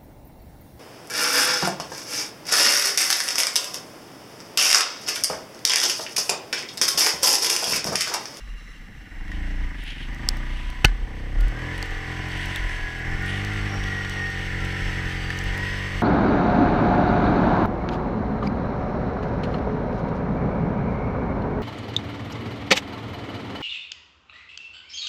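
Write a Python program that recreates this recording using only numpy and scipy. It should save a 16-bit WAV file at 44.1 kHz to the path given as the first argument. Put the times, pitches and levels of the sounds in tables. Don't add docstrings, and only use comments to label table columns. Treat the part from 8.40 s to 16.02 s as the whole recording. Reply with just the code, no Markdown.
import sys
import numpy as np
from scipy import signal
from scipy.fft import rfft, irfft
from scipy.io import wavfile
from scipy.ndimage import uniform_filter1d

SR = 44100
rng = np.random.default_rng(int(sys.argv[2]) if len(sys.argv) > 2 else 0)


def waveform_to_disk(signal):
    frames = np.transpose(np.atleast_2d(signal))
    scaled = np.clip(frames, -1, 1) * 32767
    samples = np.round(scaled).astype(np.int16)
    wavfile.write(sys.argv[1], SR, samples)


def voltage_ratio(level):
    return 10 ** (np.asarray(level, float) / 20)


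N = 336042
T = np.arange(N) / SR

# time in seconds, rate in Hz.
SPEED = [(.5, 14.6), (1.08, 30.3), (1.27, 29.8), (1.45, 21), (1.92, 30.5), (2.87, 32), (3.38, 45.7),
         (3.65, 42.5), (4.08, 45.5), (4.24, 42.7), (4.6, 41.2), (5.1, 51.2), (5.5, 47.8), (6.15, 45.1),
         (6.42, 45.8), (6.8, 43.7), (7.25, 47.7), (7.62, 46.4)]
FLYWHEEL_S, IDLE_HZ, CLUTCH_HZ = 0.13, 14, 33
# time in seconds, exhaust level in dB, track load in dB, snow depth in dB.
EFFORT = [(.36, -47, -0.5, -1), (.78, -40.5, -1.5, -4.5), (.95, -33.5, -0.5, 0), (1.2, -36, -0.5, -3),
          (1.45, -38.5, 3, -2.5), (1.8, -33, 2, 1.5), (2.35, -38, -1.5, 0.5), (2.68, -36.5, -5, -4),
          (3.25, -29, -1, -1), (3.5, -33.5, -1, -2), (4.05, -29.5, 2, 1.5), (4.22, -32, 3, 1),
          (4.52, -32.5, 0.5, 0), (4.68, -29, 3, -2), (5.1, -26.5, -1, -3), (5.9, -32, -1.5, 1),
          (6.25, -29, 2, 2), (7.62, -30, 0, 0.5)]
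# time in seconds, lag in ms, share 0 to 1.
INTAKE = [(0, 8, .3), (1.0, 8.3, .65), (1.9, 10.7, .7), (2.6, 10.6, .6), (2.74, 10.5, 0), (2.76, 4.6, 0),
          (3.0, 4.5, .5), (4.3, 4, .7), (7.62, 4, .7)]
# centre in Hz, width in Hz, level in dB.
PIPE_MODES = [(64, 31, -5), (95, 64.4, 2.5), (144.6, 68.3, -0.5), (186.6, 52, -3), (307.7, 47.3, -3.5),
              (337, 97, -10)]
# centre in Hz, width in Hz, level in dB.
TAILPIPE_MODES = [(436, 32, 2), (560, 130, -2.5), (643, 152, -5), (780.4, 35, 0)]
# centre in Hz, width in Hz, level in dB.
SILENCER_MODES = [(987, 39, 1), (1205, 93, -5.5)]
# frequency in Hz, density in dB per Hz.
ROAR_SPECTRUM = [(29, -25), (50, -39), (96, -20.5), (261, -3.5), (435, -8.5), (667, -7), (768, -1),
                 (886, -4.5), (1500, -15), (1950, -61), (3300, -120)]
# firing rate in Hz, level in dB.
POP_LAW = [(21, -64), (28, -57.5), (36, -47), (50, -44.5)]
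# firing rate in Hz, level in dB.
SILENCER_LAW = [(15, -80), (28, -49), (33, -48.5), (41, -46), (50, -44)]
# time in seconds, half length in seconds, level in dB.
SHADED = [(1.1, 0.13, -14), (2.8, .2, -8), (4.61, .12, -4), (6.25, 0.33, -3.5)]
# time in seconds, half length in seconds, level in dB.
LIFTS = [(3.52, .1, -9), (4.36, .23, -12)]
EXHAUST_IDLE_DB, EXHAUST_DB_PER_HZ = -41.5, 0.25
BITE_DB_PER_DB, POP_BITE_DB_PER_DB, BITE_HZ, BITE_WIDTH_HZ = 2.5, 0.8, 154, 110
GROUND_LAG_MS, GROUND_DRIFT_MS, GROUND_SHARE = 2.4, 0.5, 0.6
# centre in Hz, width in Hz, level in dB.
CASE_MODES = [(1470, 158, -3.5), (1728, 143, 1.5), (1900, 146, 4.5), (2160, 281, -1.5), (2850, 97, -20),
              (5280, 220, -18.5), (7740, 210, -28.5)]
CLATTER_IDLE_DB, CLATTER_DB_PER_HZ = -49, 0.5

GEAR_TEETH = 40
# centre in Hz, width in Hz, level in dB.
GEARBOX_MODES = [(1424, 60, -47), (1667, 130, -40), (1828, 63, -38.5), (1898, 34, -34.5)]
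# time in seconds, half length in seconds, level in dB.
GEAR_SLACK = (3.84, 0.36, -10)
# time in seconds, pitch in Hz, level in dB.
TRACK_HUM = [(4.55, 1470, -77), (4.75, 1462, -43), (5.3, 1371, -47), (5.8, 1448, -43.5), (6.15, 1386, -48),
             (6.5, 1304, -46), (6.7, 1240, -54), (7.15, 1286, -54), (7.62, 1310, -77)]
# time in seconds, half length in seconds, pitch in Hz, level in dB.
BELT_CHIRPS = [(5.37, 0.12, 5600, -48.5), (5.75, .22, 5610, -51), (6.433, 0.11, 5370, -53),
               (6.847, 0.14, 4600, -50.5), (7.3, .2, 5200, -53)]
# centre in Hz, width in Hz, level in dB.
PANEL_MODES = [(1200, 150, -6.5), (2785, 36, 2), (3960, 110, -9), (5410, 46, -9), (5980, 160, -15),
               (7600, 280, -22), (9700, 390, -26)]
BUZZ_DB, BUZZ_DROPS_S, BUZZ_FADE_DB = -53.5, 0.41, -7
BUZZ_SWELL_S, BUZZ_SWELL_HALF_S, BUZZ_SWELL_DB = 0.89, 0.19, -72

# time in seconds, swing level in dB.
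BUMPS = [(.08, -34), (.79, -37), (.89, -37), (1.0, -29), (1.22, -31), (1.43, -30), (1.66, -30.5),
         (1.9, -37), (2.14, -39), (2.27, -45), (2.6, -31), (3.009, -16.5), (3.4, -30.5), (3.54, -30.5),
         (3.98, -31.5), (4.23, -24), (4.4, -30), (4.71, -26.5), (5.15, -30), (5.4, -33), (5.7, -43),
         (5.91, -39), (6.08, -36), (6.19, -35), (6.45, -28), (6.65, -31), (6.86, -31), (7.08, -31),
         (7.27, -33.5), (7.55, -34)]
BUMP_RISE_S, BUMP_FALL_S, SWAY_DB, LOCKED_DB = 0.052, 0.084, -41, -32.5
# frequency in Hz, density in dB per Hz.
SNOW_SPECTRUM = [(1350, -49), (2300, -7.5), (2430, -1.5), (2920, 3), (4050, -10), (4610, -7), (4990, -16),
                 (5450, -15.5), (6240, -11), (7030, -28.5), (7860, -15), (9010, -25.5), (12400, -29.5),
                 (14400, -35), (15500, -37)]
SNOW_IDLE_DB, SNOW_DB_PER_HZ = -57.5, 0.5381

# time in seconds, peak in dB, centre in Hz, case ring in dB, bright crack in dB.
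KNOCKS = [(1.8886, -4, 5030, -42, -11), (3.4274, -18.5, 4500, -31, -25), (4.16, -21, 3500, -33, -20),
          (5.4392, -24, 3330, -40, -30), (2.4453, -8, 1900, -23, -34), (2.4476, 3, 2650, -7, -10),
          (2.4542, -7.5, 4400, -15.5, -31)]
# frequency in Hz, level in dB, t60 in seconds.
KNOCK_MODES = [(842, -5, 0.042), (1494, -4.5, 0.042), (1743, -12.5, 0.11), (2100, -13, 0.061),
               (2895, -0.5, 0.016), (3045, -21, 0.073), (3830, -14, 0.015), (4420, -32, 0.011),
               (5740, 2, 0.0052)]
# time in seconds, frequency in Hz, level in dB, t60 in seconds.
THUMP = (2.4462, 39, -10, .55)
RING_CYCLES = 27.8
# time in seconds, peak in dB, ring in Hz.
RATTLES = [(0.657, -45, 1920), (0.88, -37, 1860), (0.9171, -30, 1870), (2.482, -32, 1680),
           (2.492, -37, 1600), (4.2941, -26, 1670), (5.648, -24, 1830), (6.9035, -20, 1810)]
# time in seconds, peak in dB, mid band relative in dB.
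TICKS = [(1.4383, -35, -10), (1.747, -39, 6), (1.9704, -36, 5), (2.3022, -34, 3), (3.0054, -36, 2),
         (3.0098, -29.5, 2), (3.083, -34, -12), (3.3795, -31, -10), (3.4272, -37, 7), (3.459, -35, -8),
         (3.5084, -41, 9), (3.8876, -39, -4), (3.9749, -38, -3), (4.0582, -31, -6), (4.16, -23.5, -1),
         (4.5894, -38, -17), (4.8249, -38, -1), (4.8618, -35, 8), (5.0486, -37.5, 18), (5.1352, -39, -4),
         (5.3423, -37, 1), (5.697, -29.5, 8), (5.903, -37, -4), (6.2492, -32, -10), (6.324, -38, -4),
         (6.9743, -33, -1), (6.9892, -30, 11), (7.0394, -32, -9), (7.1777, -32, -3), (7.2903, -39, -4)]
# time in seconds, half length in seconds, level in dB, bright band relative in dB.
RUBS = [(.94, 0.036, -50, -26), (1.423, 0.058, -44, -19), (1.503, 0.038, -37.5, -25),
        (1.612, 0.053, -40.5, -23), (2.2, 0.14, -45.5, -21), (4.06, 0.15, -41.5, -18),
        (4.322, 0.059, -47.5, -12), (4.889, 0.033, -39, -15), (4.974, 0.056, -39, -18)]
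HISS_DB = -68.5


def level(x, db=0):
    return x * voltage_ratio(db) / np.sqrt(np.mean(x ** 2))


def ring(x, hz, width_hz):
    return signal.lfilter(*signal.iirpeak(hz, hz / width_hz, fs=SR), x)


def ring_twice(x, first, second):
    return ring(ring(x, *first), *second)


def body(x, modes):
    return sum((-1) ** k * voltage_ratio(db) * ring(x, hz, width_hz) for k, (hz, width_hz, db) in enumerate(modes))


def steep(x, hz, kind):
    return signal.sosfilt(signal.butter(4, hz, kind, fs=SR, output="sos"), x)


def coloured(spectrum):
    hz, db = np.transpose(spectrum)
    f = np.maximum(np.fft.rfftfreq(N, 1 / SR), 1)
    shape = voltage_ratio(np.interp(np.log(f), np.log(hz), db, -90, -90))
    return level(irfft(rfft(rng.standard_normal(N)) * shape, N))


def walk(rate_hz):
    hold = int(SR / rate_hz)
    steps = rng.standard_normal(N)[np.arange(N) // hold]
    return level(uniform_filter1d(uniform_filter1d(steps, hold), hold))


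def swell(s, half_s):
    return np.exp(-((T - s) / half_s) ** 2)


def curves(table):
    s, *columns = np.transpose(table)
    return [np.interp(T, s, c) for c in columns]


def add(out, s, sound):
    i = int(s * SR)
    out[i:i + len(sound)] += sound[:len(out) - i]


def decay(t, t60_s):
    return voltage_ratio(-60 * t / t60_s)


def sine(hz, t):
    return np.sin(2 * np.pi * hz * t)


def revs():
    return uniform_filter1d(curves(SPEED)[0], int(FLYWHEEL_S * SR))


def engine():
    hz = revs()
    turns = np.cumsum(hz) / SR
    pipe_db = curves(EFFORT)[0]
    push_db = pipe_db - EXHAUST_IDLE_DB - EXHAUST_DB_PER_HZ * (hz - IDLE_HZ)
    direct, with_return = firings(turns, jitter=0.002, scatter_db=1.2) / np.sqrt(hz)
    spread = scatter(direct, [2.3, 4.1], gain=0.55)
    return (voltage_ratio(pipe_db) * exhaust(with_return, hz, turns, push_db)
            + ground(pops(spread, hz, push_db)) + clatter(spread, hz, turns))


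def firings(turns, jitter, scatter_db):
    cycle = np.arange(1, int(turns[-1]))
    late, strength = rng.standard_normal((400, 2))[:len(cycle)].T
    at = np.interp(cycle + jitter * late, turns, np.arange(N))
    i = at.astype(int)
    size = voltage_ratio(scatter_db * strength)
    pulses = np.zeros(N + 1)
    pulses[i] += size * (1 - (at - i))
    pulses[i + 1] += size * (at - i)
    lag_ms, share = curves(INTAKE)
    back = np.zeros(N + SR)
    back[i + (lag_ms[i] * SR / 1000).astype(int)] = size * np.clip(share[i], 0, 1)
    return pulses[:N], pulses[:N] - back[:N]


def scatter(x, lags_ms, gain):
    for lag in (np.array(lags_ms) * SR / 1000).astype(int):
        taps = np.r_[1, np.zeros(lag - 1), -gain]
        x = signal.lfilter(taps[::-1], taps, x)
    return x


def exhaust(pulses, hz, turns, push_db):
    slack = np.clip((24 - hz) / 8, 0, 1)
    pipe = level(steep(body(scatter(pulses, [3.2], gain=0.33), PIPE_MODES), 356, "low"), -1.98)
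    pipe = pipe * voltage_ratio(-5 * slack)
    lift_db = sum(db * swell(s, half_s) for s, half_s, db in LIFTS)
    bite_db = np.clip(BITE_DB_PER_DB * push_db, -10, 0.3) + lift_db - 5 * slack
    bite = (voltage_ratio(bite_db) - 1) * ring(pipe, BITE_HZ, BITE_WIDTH_HZ)
    gas = voltage_ratio(2.2 * walk(25)) * coloured(ROAR_SPECTRUM)
    roar = level(gas, -17) + slack * level(steep(gas, 150, "low"), -5)
    crank = voltage_ratio(2) * np.exp(-((hz - 31) / 9) ** 2) * sine(2, turns) + voltage_ratio(-7) * sine(1, turns)
    return pipe + bite + roar + crank


def pops(spread, hz, push_db):
    throttle_db = POP_BITE_DB_PER_DB * np.clip(push_db, -2, 4) * (hz < CLUTCH_HZ)
    tailpipe_db = np.interp(hz, *np.transpose(POP_LAW)) + throttle_db
    shade_db = sum(db * swell(s, half_s) for s, half_s, db in SHADED)
    silencer_db = np.interp(hz, *np.transpose(SILENCER_LAW)) + shade_db
    tailpipe = level(steep(body(spread, TAILPIPE_MODES), 390, "high"), 0)
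    silencer = level(steep(body(spread, SILENCER_MODES), 850, "high"), -1)
    return voltage_ratio(tailpipe_db) * tailpipe + voltage_ratio(silencer_db) * silencer


def ground(x):
    lag_s = (GROUND_LAG_MS + GROUND_DRIFT_MS * walk(1.507)) / 1000
    return (x + GROUND_SHARE * np.interp(T - lag_s, T, x)) / np.hypot(1, GROUND_SHARE)


def clatter(spread, hz, turns):
    valves = 3.0 + 0.23 * np.exp(-(turns % 1) / 0.15) + 0.5 * np.exp(-((turns + 0.26) % 1) / 0.44)
    strikes = valves * voltage_ratio(0.51 * walk(120) + 0.5 * walk(16)) * rng.standard_normal(N)
    strikes = strikes + 12 * spread * np.sqrt(SR / 40)
    db = CLATTER_IDLE_DB + CLATTER_DB_PER_HZ * (hz - IDLE_HZ) + curves(EFFORT)[1]
    return voltage_ratio(db) * level(steep(body(strikes, CASE_MODES), 1180, "high"), -1.72)


def drive():
    return gear_whine() + squeal(*curves(TRACK_HUM), blur_hz=45) + belt() + panel_buzz()


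def gear_whine():
    hz = revs()
    slack_s, slack_half_s, slack_db = GEAR_SLACK
    engaged = np.clip((hz - CLUTCH_HZ) / 2, 0, 1) * voltage_ratio(slack_db * swell(slack_s, slack_half_s))
    teeth = tone(GEAR_TEETH * hz, 0.5 * curves(EFFORT)[1], wobble_hz=6, flicker_db=3)
    return engaged * body(teeth, GEARBOX_MODES)


def tone(hz, db, wobble_hz, flicker_db):
    phase = 2 * np.pi * np.cumsum(hz + wobble_hz * walk(60)) / SR
    return np.sqrt(2) * voltage_ratio(db + flicker_db * walk(18)) * np.sin(phase)


def squeal(hz, db, blur_hz):
    phase = 2 * np.pi * np.cumsum(hz) / SR
    return voltage_ratio(db) * (walk(blur_hz) * np.sin(phase) + walk(blur_hz) * np.cos(phase))


def belt():
    slip = sum(voltage_ratio(db) * swell(s, half_s) for s, half_s, _, db in BELT_CHIRPS)
    s, _, hz, _ = np.transpose(BELT_CHIRPS)
    return slip * squeal(np.interp(T, s, hz), 0, blur_hz=450)


def panel_buzz():
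    buzz = level(body(voltage_ratio(2.0 * walk(70)) * rng.standard_normal(N), PANEL_MODES))
    fade_db = BUZZ_FADE_DB * np.clip((T - BUZZ_DROPS_S) / 0.11 + 0.5, 0, 1)
    idle = voltage_ratio(BUZZ_DB + fade_db) * (T < BUZZ_SWELL_S + 2 * BUZZ_SWELL_HALF_S)
    extra = voltage_ratio(BUZZ_SWELL_DB) * swell(BUZZ_SWELL_S, BUZZ_SWELL_HALF_S)
    return (idle + extra) * buzz


def mount():
    hz = revs()
    locked = np.exp(-((hz - 31.5) / 5) ** 2)
    sway_hz = locked * hz + (1 - locked) * (36 + 5.524 * walk(9))
    sway = np.sqrt(2) * np.sin(2 * np.pi * np.cumsum(sway_hz) / SR)
    jolts = level(ring_twice(rng.standard_normal(N), (30, 45), (38, 60)), -4)
    swing = voltage_ratio(SWAY_DB) + voltage_ratio(LOCKED_DB) * locked
    for s, db in BUMPS:
        swing = swing + voltage_ratio(db) * swell(s, np.where(T < s, BUMP_RISE_S, BUMP_FALL_S))
    held = 1 - swell(THUMP[0] + 0.06, 0.08)
    return steep(voltage_ratio(-1.5) * swing * held * (sway + jolts), 62, "low")


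def snow():
    grains = voltage_ratio(0.87 * walk(150) + 0.83 * walk(20)) * coloured(SNOW_SPECTRUM)
    db = SNOW_IDLE_DB + SNOW_DB_PER_HZ * (revs() - IDLE_HZ) + curves(EFFORT)[2]
    return voltage_ratio(db) * level(grains, -0.9)


def knocks():
    out, t = np.zeros(N), T[:SR // 2]
    modes = sum(voltage_ratio(db) * sine(hz, t) * decay(t, t60_s) for hz, db, t60_s in KNOCK_MODES)
    noises = rng.standard_normal((len(KNOCKS), len(t)))
    for (s, db, hz, case_db, crack_db), noise in zip(KNOCKS, noises):
        own = 1.14 * sine(hz, t) + ring_twice(noise, (hz, hz), (hz, 1.2 * hz))
        own = own * decay(t, RING_CYCLES / hz)
        crack = voltage_ratio(crack_db) * ring_twice(noise, (10000, 9000), (9500, 11000)) * decay(t, 0.006)
        grit = voltage_ratio(-31) * ring_twice(noise, (2700, 4200), (3200, 4200)) * decay(t, 0.14)
        add(out, s, voltage_ratio(db) * (own + crack + grit) + voltage_ratio(case_db) * modes)
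    s, hz, db, t60_s = THUMP
    add(out, s, voltage_ratio(-8) * sine(330, t) * decay(t, 0.023))
    add(out, s + 0.0007, voltage_ratio(-9) * sine(150, t) * decay(t, 0.05))
    add(out, s + 0.004, -voltage_ratio(-15.5) * sine(100, t) * decay(t, 0.064))
    add(out, s, -voltage_ratio(db) * sine(hz, t) * decay(t, t60_s))
    return out


def rattles():
    out, t = np.zeros(N), T[:1500]
    for (s, db, hz), noise in zip(RATTLES, rng.standard_normal((len(RATTLES), 1500))):
        scrape = ring_twice(noise * np.exp(-t / 0.003), (2400, 2500), (2000, 2500))
        tap = sine(hz, t) * np.exp(-t / 0.005) + 1.5 * scrape
        add(out, s, voltage_ratio(db + 4) * tap / np.abs(tap).max())
    return out


def ticks():
    out, t = np.zeros(N), T[:400]
    for (s, db, mid_db), noise in zip(TICKS, rng.standard_normal((len(TICKS), 400))):
        crack = noise * np.exp(-t / 0.0008)
        high = ring_twice(crack, (9800, 12000), (9800, 12000))
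        mid = ring_twice(crack, (5600, 4500), (5600, 4500))
        add(out, s, voltage_ratio(db) * (high / np.abs(high).max() + voltage_ratio(mid_db - 4) * mid / np.abs(mid).max()))
    return out


def rubs():
    slips = voltage_ratio(1.7 * walk(250)) * rng.standard_normal(N)
    mid = level(ring_twice(slips, (3050, 780), (2100, 1060)))
    bright = level(ring_twice(slips, (9200, 1500), (7600, 2200)))
    return sum(voltage_ratio(db) * swell(s, half_s) * (mid + voltage_ratio(bright_db) * bright) for s, half_s, db, bright_db in RUBS)


def scene():
    return (engine() + drive() + mount() + snow() + knocks() + rattles() + ticks() + rubs())[None]


def band_limit(x):
    return signal.sosfilt(signal.butter(12, 16480, fs=SR, output="sos"), x)


def record(dry):
    duck_db = -4 * np.exp(-np.maximum(T - THUMP[0], 0) / 0.19) * (T > THUMP[0])
    hiss = voltage_ratio(HISS_DB + duck_db) * rng.standard_normal(N)
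    top = signal.ellip(6, 0.5, 45, 15400, fs=SR, output="sos")
    mix = signal.sosfilt(top, np.clip(dry + hiss, -1, 1))
    return band_limit(mix)


dry = scene()
out = record(dry)
waveform_to_disk(out)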